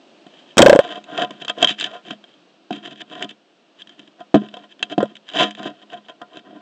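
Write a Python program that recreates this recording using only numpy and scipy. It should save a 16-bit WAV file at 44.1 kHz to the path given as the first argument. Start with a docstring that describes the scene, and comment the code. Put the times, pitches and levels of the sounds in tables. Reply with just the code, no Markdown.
"""A one-wheeled electric board is set down at a quiet crossing, heard by a small camera bolted to its frame.
Faint rubs come first, over a distant traffic hum that lasts throughout (band-filtered noise).
Then the tipped board slams and rocks on the ground, overloading the input: cracks, thuds and rising sine rings.
Hands, grit and a shoe go on to rub and knock it: clicks and bursts ring deck, rail and housing resonators.
Late on come a few heavy knocks, one more slam and a strong rub."""
import sys
import numpy as np
from scipy import signal
from scipy.fft import rfft, irfft
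from scipy.io import wavfile
from scipy.ndimage import uniform_filter1d

SR = 44100
rng = np.random.default_rng(int(sys.argv[2]) if len(sys.argv) > 2 else 0)


def store_wav(level_fs):
    """Save 16-bit WAV to argv[1]."""
    pcm = np.round(np.clip(np.atleast_2d(level_fs), -1, 1) * 32767)
    wavfile.write(sys.argv[1], SR, pcm.T.astype(np.int16))


N = 291501

# Slams of the tipped board: start_s, crack_drive_db, ring_peak_db, ring_start_hz, free_s (until smothered)
SLAMS = [(.593, -1.5, 10.5, 540, 0.0029), (.627, 3, 9, 501.6, .008), (.661, -7, 17.5, 483, .013),
         (.696, 7, 15, 503, 0.014), (.729, -10, 8.5, 497, .014), (0.76, -10, 2, 484.6, 0.027),
         (0.79, -2.5, 7, 496, .012), (5.0287, -23, -5.5, 487, 0.017)]
# Rocking back onto the other end: start_s, crack_drive_db, thud_level_db
REBOUNDS = [(0.571, -6, -4.5), (0.58, 24, -1.5), (0.589, 15, -10.5), (0.603, -9.5, 8), (.612, -24.5, 4),
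            (.619, 24.5, -4), (.638, -29, -5.5), (.645, -15.5, -7), (0.653, -19, -2), (0.683, -8.5, 0),
            (.713, -28.5, -10), (0.722, -27.5, -5), (0.751, -22.5, -1)]
# Contacts of hand or sole: tick_s, housing_drive_db, rails_drive_db, deck_drive_db
KNOCKS = [(0.2662, -35, -33.5, -32), (0.979, -34, -17, -36), (1.0404, -29, -62, -50),
          (1.1767, -10.5, -27, -27.5), (1.2234, -17, -21, -22), (1.3074, -21.5, -24.5, -25),
          (1.4486, -16, -27.5, -33.5), (1.481, -9, -27.5, -42.5), (1.497, -10.5, -23.5, -35),
          (1.5786, -34.5, -14, -33), (1.6268, 2, -4, -19), (1.6445, 1, -10, -39), (1.6727, -8, -34, -47),
          (1.6913, -10, -49, -46), (1.7084, -12, -43, -21.5), (1.799, -9, -48, -33),
          (1.8097, -6.5, -56, -35), (1.8411, -8, -40, -36), (2.1076, -15.5, -22, -24),
          (2.24, -34.5, -39.5, -57), (2.7075, -22.5, -13, -11.5), (2.7278, -20, -30, -41),
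          (2.7608, -26, -32, -39), (2.8579, -21.5, -42, -60), (3.2246, -10, -50, -40),
          (3.2444, -20, -35, -25.5), (3.2916, -25, -65, -64), (3.819, -26, -49, -51.5),
          (3.872, -31, -64, -43), (3.8934, -30, -47, -61), (3.9935, -25.5, -45, -38.5),
          (4.2064, -37, -33, -40.5), (4.344, -10, 6, 6.5), (4.3578, -30, 3.5, 0.5),
          (4.4175, -48.5, -49, -16), (4.4862, -29, -62, -59.5), (4.5402, -24.5, -27, -56),
          (4.569, -27.5, -24.5, -36), (4.6388, -37, -41, -55.5), (4.8273, -3, -27.5, -31),
          (4.9803, -16.5, -1, -0.5), (5.0055, -21, -5.5, -38), (5.0302, -34, -13.5, -11),
          (5.0559, -35, -26, -33), (5.1537, -27.5, -45, -43), (5.1668, -26, -70, -55),
          (5.2883, -22.5, -57, -54), (5.2993, -24, -44, -45), (5.5084, -20.5, -56, -45),
          (5.5497, -24, -43.5, -41), (5.6301, -21, -24, -37), (5.658, -30, -22, -12.5),
          (5.9004, -30.5, -44, -51), (6.2164, -29, -25, -30), (6.3705, -26, -31, -28),
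          (6.3927, -35, -62, -44), (6.531, -48, -30, -34)]
# Strokes of hand and shoe: full_pressure_s, rise_s, hold_s, release_s, housing_db, rails_db, deck_db
STROKES = [(0.35, .1, 0.045, .06, -50.5, -66, -64.5), (0.478, .06, 0.039, 0.056, -52, -64.5, -62.5),
           (0.795, .03, 0.16, 0.056, -35.5, -32, -40), (1.172, .12, 0.065, 0.045, -30.5, -23.5, -30),
           (1.294, .01, .005, 0.21, -45.5, -41.5, -43.5), (1.415, .03, 0.0072, 0.014, -33.5, -40.5, -40.5),
           (1.493, .04, 0.01, 0.022, -31, -35, -47.5), (1.619, .06, 0.027, 0.031, -24.5, -20, -23.5),
           (1.687, .03, 0.017, 0.049, -21.5, -32.5, -53), (1.784, .01, 0.011, 0.019, -26, -40, -40),
           (1.819, .01, 0.047, 0.0098, -26.5, -39.5, -37), (1.869, .02, 0.1, 0.039, -40, -34, -48),
           (2.053, .02, 0.081, 0.026, -40, -43, -40), (2.285, .06, .005, 0.092, -51, -66, -61),
           (2.343, .05, 0.0041, .06, -58, -59, -50), (2.721, .01, 0.0034, 0.11, -35.5, -38.5, -28.5),
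           (2.836, 0.024, .09, 0.032, -42, -45, -42.5), (3.006, .05, 0.013, 0.012, -35, -46.5, -44),
           (3.124, .06, 0.12, .03, -36.5, -34.5, -35.5), (3.291, .012, 0.0048, 0.036, -38.5, -54, -44.5),
           (3.807, .04, 0.0056, .025, -39.5, -52.5, -50.5), (3.903, .05, 0.039, .02, -52.5, -58, -58),
           (3.99, .04, .005, 0.13, -46.5, -54, -44), (4.208, .05, 0.0043, .03, -49, -41, -47),
           (4.363, .01, 0.0056, 0.028, -32.5, -22.5, -15), (4.384, .02, 0.091, 0.076, -51, -46.5, -43),
           (4.532, .015, 0.12, .015, -51, -46.5, -50.5), (4.712, .035, .005, .025, -45, -65, -60.5),
           (4.794, .01, 0.017, .02, -47, -47, -44), (4.829, .005, .005, 0.06, -40, -39.5, -42.5),
           (4.901, 0.011, .03, 0.017, -32.5, -37, -33.5), (4.982, .01, 0.049, 0.038, -46.5, -30.5, -31.5),
           (5.048, .01, 0.075, 0.034, -53, -50, -49), (5.283, .04, 0.016, .05, -43, -58, -49),
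           (5.342, .015, 0.03, 0.039, -38, -33, -35.5), (5.403, 0.077, 0.027, 0.052, -13.5, -16.5, -20.5),
           (5.509, .005, 0.004, 0.021, -35, -47, -51), (5.576, .015, 0.095, 0.079, -37, -33, -35),
           (5.829, .1, 0.0035, 0.012, -49.5, -46.5, -51.5), (5.931, .05, 0.0062, 0.077, -39.5, -34.5, -42),
           (6.05, .015, .01, 0.011, -48, -60, -60), (6.086, 0.009, 0.0092, 0.032, -39.5, -33.5, -44.5),
           (6.218, .03, 0.0047, .035, -64, -38, -49.5), (6.366, .08, 0.0075, 0.039, -42.5, -37.5, -41),
           (6.449, 0.028, 0.061, 0.018, -62.5, -49.5, -49), (6.525, 0.014, 0.17, .03, -57.5, -46, -43.5)]
# Modes of the deck: mode_hz, t60_s (at damping 1), level_db
DECK_MODES = [(140.4, 0.15, -10.5), (208.2, 0.45, -8), (235.6, 0.17, -8), (298.3, 0.092, 2.5),
              (400, 0.037, 1.5), (324, 0.052, -3)]
# Modes of the rails: mode_hz, t60_s (at damping 1), level_db
RAIL_MODES = [(471, 0.057, -10), (569.6, 0.062, -11), (637, 0.037, -1), (717.1, 0.087, -2),
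              (1018.7, 0.084, -10.5), (1252, 0.091, -18), (795, 0.005, -14.5), (1397, 0.078, -13),
              (1568, 0.044, -10), (1880, 0.06, -15)]
# Modes of the housing: mode_hz, t60_s (at damping 1), level_db
HOUSING_MODES = [(1727, 0.011, -2), (2333, 0.023, -12), (2641, 0.024, -6), (3017, 0.021, -1),
                 (3211, 0.033, -0.5), (3536, 0.026, -6.5), (3838, 0.036, -12), (4950, 0.0057, -12),
                 (5920, 0.0046, -14), (7140, 0.0033, -12)]
# Relative spectrum of the street: frequency_hz, density_db (per Hz)
STREET_SPECTRUM = [(65, -69), (110, -35.5), (144, -12.5), (285, -6), (323, -2.5), (446, -10.5), (685, -7.5),
                   (777, -14.5), (1310, -18), (1680, -19.5), (2080, -23.5), (2780, -16), (3570, -20),
                   (8000, -37), (10400, -69.5), (17600, -120)]
# Level of the street over time: time_s, level_db
STREET_LEVEL = [(0, -51.5), (0.502, -51), (2.3, -54.5), (2.651, -55.5), (3.5, -57), (5, -55),
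                (6.602, -56.5)]

RING_T60_S, RING_RISE_HZ_PER_S, RING_RISE_S, MUTE_DB_PER_S = 0.046, 10000, 0.022, 1800
THUD_MEAN_HZ, THUD_T60_S, THUD_OVERTONE_DB = 333, 0.025, -6
SLAM_THUD_RE_RING_DB, RATTLE_RE_SHAKE_DB = -24.5, -3
CRACK_DECAY_S, RATTLE_DECAY_S, CRACK_DAMPING = 0.0023, 0.009, 5.0

TICK_DECAY_S, SCUFF_DECAY_S, SHOVE_S, LEAD_S = 0.0042, 0.0043, 0.0013, 0.002
SOFT_DB_PER_DB, SPREAD_PER_SOFT_DB, DAMPING_PER_SOFT_DB = 0.56, 0.08, 0.036
BLOW_DAMPING, SHOVE_DAMPING, BLOW_COLOUR_DB = 1.37, 2.0, 2.0

GRAINS_PER_S, GRAIN_SPREAD_DB, PATCH_DB, RAMP_DB = 2200, 3, 3, 26  # RAMP_DB: change over a rise or release
SENSOR_TOP_HZ, TOP_HZ = 8226, 16000


def undb(db):
    """Convert dB to an amplitude factor."""
    return 10 ** (np.asarray(db) / 20)


def unit(x):
    """Scale to rms 1."""
    return x / np.sqrt(np.mean(x ** 2))


def add(out, start_s, x):
    """Mix a short sound in at start_s."""
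    i = int(start_s * SR)
    out[i:i + len(x)] += x[:N - i]


def walk(rate_hz):
    """Random levels held 1 / rate_hz s and slewed; spread near 1."""
    hold = int(SR / rate_hz)
    steps = np.repeat(rng.standard_normal(N // hold + 1), hold)
    return uniform_filter1d(steps, hold)[:N]


def burst(decay_s):
    """A sharp first contact and a crackle of decaying noise, with unit energy."""
    t = np.arange(2048) / SR
    x = rng.standard_normal(len(t)) * np.exp(-t / decay_s)
    x[0] = np.sqrt(np.sum(x ** 2))
    return x / np.sqrt(np.sum(x ** 2))


def ring(force, modes, damping=0.97):
    """A force through damped resonators; a unit impulse gives a peak near 1."""
    out = 0
    for k, (hz, t60_s, db) in enumerate(modes):
        radius = np.exp(-np.log(1000) * damping / (max(t60_s, 0.002) * SR))
        angle = 2 * np.pi * hz / SR
        poles = [1, -2 * radius * np.cos(angle), radius * radius]
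        sign = (-1) ** k
        out = out + sign * undb(db) * signal.lfilter([0, np.sin(angle)], poles, force)
    return out / np.sqrt(np.sum(undb(np.array(modes)[:, 2]) ** 2))


def struck_at(modes, tilt_db_per_octave=0.0):
    """The same modes reweighted at random, as for a blow on another spot, and dulled by the tilt."""
    spot_db = BLOW_COLOUR_DB * rng.standard_normal(len(modes))
    first_hz = modes[0][0]
    return [(hz, t60_s, db + d - tilt_db_per_octave * np.log2(hz / first_hz))
            for (hz, t60_s, db), d in zip(modes, spot_db)]


def slam_ring(ring_db, start_hz, free_s, t):
    """Hollow ring: pitch climbs as the deck presses flat, then the ring is smothered."""
    pitch_hz = start_hz + RING_RISE_HZ_PER_S * np.minimum(t, RING_RISE_S)
    fade_db = 60 * t / RING_T60_S + MUTE_DB_PER_S * np.maximum(t - free_s, 0)
    return np.sin(2 * np.pi * np.cumsum(pitch_hz) / SR) * undb(ring_db - fade_db)


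def thud(level_db, t):
    """Dull thud: two decaying partials, pitch varied per bounce."""
    phase = 2 * np.pi * THUD_MEAN_HZ * (1 + 0.12 * rng.standard_normal()) * t
    tone = np.sin(phase) + undb(THUD_OVERTONE_DB) * np.sin(2.2 * phase)
    return -tone * undb(level_db - 60 * t / THUD_T60_S)


def judder():
    """Each bounce cracks, thuds and rattles loose parts; a slam adds a hollow ring."""
    out, crack, rattle = np.zeros((3, N))
    t = np.arange(4096) / SR
    bounces = []
    for s, crack_db, ring_db, start_hz, free_s in SLAMS:
        add(out, s, slam_ring(ring_db, start_hz, free_s, t))
        bounces.append((s, crack_db, ring_db + SLAM_THUD_RE_RING_DB, ring_db))
    bounces += [(s, crack_db, thud_db, thud_db) for s, crack_db, thud_db in REBOUNDS]
    for s, crack_db, thud_db, shake_db in bounces:
        add(out, s, thud(thud_db, t))
        add(crack, s, undb(crack_db) * burst(CRACK_DECAY_S))
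        add(rattle, s, undb(shake_db + RATTLE_RE_SHAKE_DB) * burst(RATTLE_DECAY_S))
    loose = ring(rattle, RAIL_MODES, CRACK_DAMPING)
    loose = loose + undb(-5.0) * ring(rattle, HOUSING_MODES, CRACK_DAMPING) + undb(-8.0) * rattle
    return out + loose + ring(crack, HOUSING_MODES, CRACK_DAMPING) + undb(7.0) * crack


def knocks():
    """A gritty tick rings housing and rails, a soft shove the deck; the hand or sole that strikes also damps."""
    out, shove = np.zeros(N), np.hanning(int(SHOVE_S * SR) + 2)
    for tick_s, housing_db, rails_db, deck_db in KNOCKS:
        # Little tick for its weight: a rubber sole, a dull blow, longer grit crunch
        soft_db = SOFT_DB_PER_DB * max(rails_db - housing_db, 0)
        tick_decay_s = TICK_DECAY_S * (1 + SPREAD_PER_SOFT_DB * soft_db)
        tick, scuff, push = np.zeros((3, 16384))
        add(tick, LEAD_S, undb(housing_db) * burst(tick_decay_s))
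        add(scuff, 0, undb(rails_db) * burst(SCUFF_DECAY_S))
        add(push, 0, undb(deck_db) * shove / shove.sum())
        weight_s = tick_s - LEAD_S  # weight arrives just before the tick
        rail_damping = BLOW_DAMPING + DAMPING_PER_SOFT_DB * soft_db
        add(out, weight_s, ring(tick, struck_at(HOUSING_MODES, -1.8), BLOW_DAMPING))
        add(out, weight_s, ring(scuff, struck_at(RAIL_MODES, soft_db), rail_damping))
        add(out, weight_s, ring(push, struck_at(DECK_MODES), SHOVE_DAMPING))
    return out


def stroke_pressure():
    """Pressure on housing, rails and deck: exponential rise, hold and release per stroke."""
    t, pressure = np.arange(N) / SR, np.zeros((3, N))
    for s, rise_s, hold_s, release_s, *db in STROKES:
        first = max(int((s - 3 * rise_s) * SR), 0)
        near = slice(first, int((s + hold_s + 3 * release_s) * SR))
        before = np.maximum((s - t[near]) / rise_s, 0)
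        after = np.maximum((t[near] - s - hold_s) / release_s, 0)
        pressure[:, near] += undb(np.array(db)[:, None] - RAMP_DB * (before + after))
    return pressure


def rubbing():
    """Grit catches and slips: dense uneven clicks in patches, driving each part of the board."""
    out = 0
    catch = (rng.random(N) < GRAINS_PER_S / SR) * undb(GRAIN_SPREAD_DB * rng.exponential(size=N))
    patches_db = PATCH_DB * walk(60)
    for pressure, modes in zip(stroke_pressure(), (HOUSING_MODES, RAIL_MODES, DECK_MODES)):
        grit = catch * rng.standard_normal(N) * undb(patches_db + 0.96 * walk(22))
        steady_rms = np.sqrt(np.mean(ring(grit, modes) ** 2))
        out = out + ring(pressure * grit, modes) / steady_rms
    return out


def street():
    """Distant traffic hum: noise in half-octave bands that flutter together and drift slowly alone."""
    hz = np.fft.rfftfreq(N, 1 / SR) + 1  # offset avoids log(0)
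    point_hz, point_db = np.transpose(STREET_SPECTRUM)
    colour_db = np.interp(np.log(hz), np.log(point_hz), point_db)
    spectrum = rfft(rng.standard_normal(N)) * undb(colour_db)
    out, flutter = 0, walk(11.0)
    for octave in np.arange(6, 13.6, 0.5):  # log2 of band centre in Hz
        band = np.clip(1 - 2 * abs(np.log2(hz) - octave), 0, 1)
        drift = walk(1)
        out = out + irfft(spectrum * band, N) * undb(0.62 * flutter + 0.5 * drift)
    time_s, level_db = np.transpose(STREET_LEVEL)
    return unit(out) * undb(np.interp(np.arange(N) / SR, time_s, level_db))


def scene():
    """Sum board and street into one channel."""
    return (judder() + knocks() + rubbing() + street())[None]


def low_pass(x, top_hz):
    """Steep elliptic low-pass."""
    return signal.sosfilt(signal.ellip(8, 0.2, 70, top_hz, fs=SR, output="sos"), x)


def record(dry):
    """Bass cut, an input stage that overloads flat, its narrow band, overshoot clipped again, final low-pass."""
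    x = signal.sosfilt(signal.butter(2, 140, "high", fs=SR, output="sos"), dry)
    x = low_pass(np.clip(x, -0.97, 0.97), SENSOR_TOP_HZ)
    return low_pass(np.clip(x, -1, 1), TOP_HZ)


dry = scene()
out = record(dry)
store_wav(out)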